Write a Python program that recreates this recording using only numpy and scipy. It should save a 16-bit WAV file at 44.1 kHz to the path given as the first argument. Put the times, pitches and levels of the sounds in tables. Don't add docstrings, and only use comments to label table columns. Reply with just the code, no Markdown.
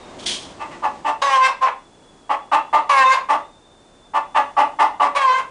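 import sys
import numpy as np
from scipy import signal
from scipy.fft import rfft, irfft
from scipy.io import wavfile
from scipy.ndimage import uniform_filter1d

SR = 44100
rng = np.random.default_rng(int(sys.argv[2]) if len(sys.argv) > 2 else 0)


def generate_wav(signal):
    frames = np.transpose(np.atleast_2d(signal))
    scaled = np.clip(frames, -1, 1) * 32767
    pcm = np.round(scaled).astype(np.int16)
    wavfile.write(sys.argv[1], SR, pcm)


N = 242550
T = np.arange(N) / SR

# frequency_hz, gain_db
AIR_SPECTRUM = [(12, -30), (25, -8), (120, -6), (280, -3), (800, -7), (1150, -12), (1400, -14), (2200, -22),
                (4000, -23.5), (7800, -24), (10400, -28.5)]
OPENING_RUMBLE_SPECTRUM = [(12, -54.5), (20, -12.5), (139, -9.5), (190, -6.5), (375, -3), (427, -12.5),
                           (541, -6.5), (1100, -11), (1280, -17.5), (7800, -31), (10400, -42), (13500, -64),
                           (22000, -120)]
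HISS_SPECTRUM = [(700, -63), (1500, -22.5), (2300, -12.5), (2800, -12.5), (3250, -1), (3800, -9.5),
                 (5300, -13), (6200, -13), (7200, -18), (9700, -18.5), (10400, -32)]
# time_s, pitch_hz, level_db
WHINE_PATH = [(0, 3720, -52), (.5, 3520, -89), (1.2, 3580, -62), (2.3, 3360, -61), (3.5, 3610, -59.5),
              (4.3, 3490, -60.5), (5.5, 3500, -69)]
# start_s, length_s, level_db
RUSTLE_NOTES = [(.185, 0.059, -39)]
# start_s, level_db, pitch_hz, length_s, treble_db
CLUCK_NOTES = [(0.591, -28, 291.2, 0.093, 7.5), (0.702, -36.5, 292, 0.084, 18),
               (0.82, -19, 296.8, 0.074, 2), (1.044, -14.5, 294.8, 0.09, 4.5),
               (2.292, -11.5, 288.5, 0.075, -0.5), (2.514, -8, 293.5, 0.07, 4.5),
               (2.727, -4.5, 296.1, 0.072, 2.5), (3.285, -9.5, 291.9, 0.088, 5),
               (4.134, -12, 291.2, 0.072, 1.5), (4.344, -9.5, 294, 0.077, 4),
               (4.565, -8.5, 292.3, 0.087, 3), (4.786, -7, 292.6, 0.076, 4), (4.996, -9, 290.8, 0.091, 3.5)]
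# frequency_hz, gain_db
THROAT_SHUT = [(150, -46), (290, -19), (450, -20), (600, -9), (850, 3.5), (1170, 1), (1500, -18.5),
               (1850, -12.5), (2300, -22), (2800, -19.5), (3500, -30.5), (5500, -38.5), (9500, -43.5),
               (10400, -63.5)]
THROAT_OPEN = [(150, -76.5), (270, -43.5), (520, -14), (800, -6.5), (1060, 4.5), (1320, -12.5), (1600, -11),
               (2100, -16), (2700, -18), (3200, -24.5), (4400, -30.5), (6500, -36.5), (8400, -43),
               (10400, -39)]
# frequency_hz, decay_s
COOP_DECAY = [(250, 0.46), (1000, 0.28), (3000, 0.29), (9000, 0.22)]
# start_s, length_s, level_db, attack_s, first_hz, low_hz, low_s, push_s, push_db,
# odd_peak_db, odd_peak_s, brass_db, treble_db, hoarseness (0-1), catch_s
CALL_NOTES = [(1.216, 0.33, -14, 0.0079, 282.7, 258.7, 0.19, .24, 9, 0.5, .11, 1.5, 3, 0.11, 0.033),
              (1.608, .095, -12.5, 0.023, 264.2, 258.6, .06, .03, 3, 1.5, 0.024, -6, -5, 0.32, 0.052),
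              (2.891, .31, -9.5, 0.0077, 283.9, 258.4, .155, .228, 6, -1, 0.11, 2, 2.5, .12, 0.06),
              (5.147, .28, -14.5, 0.013, 287, 254.9, .15, .22, 5, -9, .04, 3.5, 2, 0.23, 0.049)]

OPENING_FADE = np.interp(T, (0.67, 1.55), [1, 0])


def undb(db):
    return 10 ** (np.asarray(db) / 20)


def level(x, db):
    return x * undb(db) / np.sqrt(np.mean(x ** 2))


def ramp(x):
    return np.clip(x, 0, 1)


def bump(t, at, width):
    return np.exp(-.5 * ((t - at) / width) ** 2)


def colour(table, hz):
    f, db = np.transpose(table)
    return np.interp(np.log(np.maximum(hz, 1)), np.log(f), db)


def tint(x, table):
    return irfft(rfft(x) * undb(colour(table, np.fft.rfftfreq(len(x), 1 / SR))), len(x))


def butter(x, order, hz, kind):
    return signal.sosfilt(signal.butter(order, hz, kind, fs=SR, output="sos"), x)


def noise_band(size, hz, width_hz):
    return butter(rng.standard_normal(size), 2, [hz - width_hz / 2, hz + width_hz / 2], "band")


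def walk(rate_hz, size=N):
    hold = max(int(SR / rate_hz), 1)
    steps = np.repeat(rng.standard_normal(size // hold + 1), hold)
    return 1.483 * uniform_filter1d(uniform_filter1d(steps, hold), hold)[:size]


def coop_air():
    steady = level(tint(rng.standard_normal(N), AIR_SPECTRUM), db=-50) * undb(.6 * walk(4))
    rumble = level(tint(rng.standard_normal(N), OPENING_RUMBLE_SPECTRUM), db=-41.5)
    swell_db = 4.5 * bump(T, at=.3, width=.072) + walk(13.6)
    return steady + OPENING_FADE * rumble * undb(swell_db)


def camera_whine(frame_hz=29.97, sweep_hz=190):
    time_s, *columns = np.transpose(WHINE_PATH)
    hz, db = [np.interp(T, time_s, column) for column in columns]
    sag = uniform_filter1d(.5 - (frame_hz * (T - 3.719)) % 1, 260)
    phase = 2 * np.pi * np.cumsum(hz + sweep_hz * sag + 15 * walk(90)) / SR
    whine = (np.sin(phase) + undb(-22) * np.sin(2 * phase)) * undb(2.6 * walk(71))
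    hum = undb(-60.5) * np.sin(2 * np.pi * frame_hz * T)
    throb = ramp(np.cos(2 * np.pi * frame_hz * (T - .545)))
    ticks = throb * noise_band(N, hz=8100, width_hz=220)
    tick_db = -77 + 8 * bump(T, at=.65, width=.2)
    return level(whine, db) + hum + OPENING_FADE * level(ticks, tick_db)


def hiss(start_s=.2533, attack_s=.011, hold_s=.039, fall_db_per_s=140):
    t = T - start_s
    envelope = ramp(t / attack_s) ** 2 * undb(-20 - fall_db_per_s * np.maximum(t - hold_s, 0))
    for onset_s, length_s, db in RUSTLE_NOTES:
        envelope += undb(db) * ramp((T - onset_s) / .012) * ramp((onset_s + length_s - T) / .01 + 1)
    grain = rng.standard_normal(N) * undb(1.3 * walk(89))
    return envelope * level(tint(grain, HISS_SPECTRUM), 0)


def syrinx(hz, odd_db, brass_db, treble_db, rough, throat):
    n, rough = len(hz), np.clip(rough, 0, .98)
    phase = 2 * np.pi * np.cumsum(hz * (1 + .0495 * rough * walk(161.2, n))) / SR
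    order = np.arange(1, 36)[:, None]
    treble_band = ramp(2 * np.log2(order * hz / 2800))
    brass_band = ramp(3 * np.log2(order * hz / 1200)) - treble_band
    lift_db = brass_db * brass_band + treble_db * treble_band
    swell_db = np.array([walk(35, n) for _ in order]) * np.minimum(.5 * order, 3.5)
    slip = np.array([walk(260, n) for _ in order]) * (.03 * order + .001 * order ** 2)
    gain = undb(colour(throat, order * hz) + odd_db * (order % 2) + lift_db + swell_db)
    tone = np.sum(gain * np.sin(order * phase + slip + rng.uniform(0, 2 * np.pi, order.shape)), axis=0)
    tone /= np.sqrt(np.sum(gain ** 2, axis=0) / 2)
    puffs = rng.standard_normal(n) * (1 + .69 * np.cos(phase))
    breath = tint(puffs, throat)
    breath = level(breath + (undb(treble_db + 4) - 1) * butter(breath, 2, 2400, "high"), 0)
    flutter = undb(1.98 * walk(62.1, n))
    voice = np.sqrt(1 - rough) * tone + np.sqrt(rough) * breath
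    return flutter * voice / np.sqrt(uniform_filter1d(voice ** 2, 700) + .05)


def clucks():
    out = np.zeros(N)
    for start_s, level_db, pitch_hz, length_s, treble_db in CLUCK_NOTES:
        progress = np.linspace(0, 1, int(length_s * SR))
        edges = ramp(progress / .05) * ramp((1 - progress) / .5)
        effort = edges * (.11 + .62 * ramp(progress / .29))
        voice = syrinx(pitch_hz * (1.01 - .0318 * progress), odd_db=0,
                       brass_db=treble_db - 6 * (1 - effort), treble_db=treble_db - 12 * (1 - effort),
                       rough=.47, throat=THROAT_SHUT)
        i = int(start_s * SR)
        out[i:i + len(voice)] += undb(level_db) * effort * voice
    return out


def coop_ring(hen, echo_db=-8):
    t = np.arange(int(.7 * SR)) / SR
    hz, decay_s = np.transpose(COOP_DECAY)
    tail = np.zeros(len(t))
    for centre_hz in 250 * 2 ** np.arange(0, 5.6, .5):
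        fall = undb(-60 * t / np.interp(np.log(centre_hz), np.log(hz), decay_s))
        tail += fall * noise_band(len(t), centre_hz, centre_hz / 2.98)
    tail *= ramp(t / .0066)
    sent = np.real(signal.hilbert(hen) * np.exp(.9j * walk(60)))
    return hen + undb(echo_db) * signal.fftconvolve(sent, tail / np.sqrt(np.sum(tail ** 2)))[:N]


def long_calls(push_width_s=.016, rebound_hz_per_s=97.5, release_db_per_s=220, dulling_db_per_s=248):
    out = np.zeros(N)
    for (start_s, length_s, level_db, attack_s, first_hz, low_hz, low_s, push_s, push_db,
         odd_peak_db, odd_peak_s, brass_db, treble_db, hoarseness, catch_s) in CALL_NOTES:
        t = np.arange(int(length_s * SR)) / SR
        bark = ramp(1 - t / .038)
        catch = bump(t, catch_s, width=.0091)
        swell = bump(t, low_s, width=.027)
        release_s = np.maximum(t - push_s - push_width_s, 0)
        broken = ramp(release_s / .012)
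        hz = np.interp(t, [0, low_s], [first_hz, low_hz])
        hz += rebound_hz_per_s * np.clip(t - low_s, 0, max(push_s - low_s, 0))
        hz *= 1 - .06 * ramp(release_s / release_s[-1])
        accent_db = 3 * bark - 4.5 * catch + 2.5 * swell - 3.5 * broken
        edges = ramp(t / attack_s) * ramp((length_s - t) / .013)
        envelope = edges * undb(level_db + accent_db - release_db_per_s * release_s)
        odd_db = odd_peak_db - 14 * (1 - bump(t, odd_peak_s, width=.046))
        bright_db = push_db * bump(t, push_s, push_width_s) - 3.5 * swell
        brass = brass_db + bright_db - 7.5 * bark
        treble = treble_db + bright_db - dulling_db_per_s * release_s
        rough = .019 + hoarseness * ramp(1 - t / low_s) ** 2 + .45 * bark + .65 * broken
        i = int(start_s * SR)
        out[i:i + len(t)] = envelope * syrinx(hz, odd_db, brass, treble, rough, THROAT_OPEN)
    return out


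def scene():
    hen = butter(clucks() + long_calls(), 3, 200, "high")
    return (coop_ring(hen) + hiss() + camera_whine() + coop_air())[None]


def record(dry):
    threshold_db, top_hz = -13, 10120
    loud_db = 10 * np.log10(uniform_filter1d(dry[0] ** 2, 900) + 1e-12)
    held = dry * undb(-.6 * np.maximum(loud_db - threshold_db, 0))
    soft = np.tanh(1.09 * held) / 1.065
    return signal.sosfilt(signal.ellip(12, .3, 60, top_hz, fs=SR, output="sos"), soft)


dry = scene()
out = record(dry)
generate_wav(out)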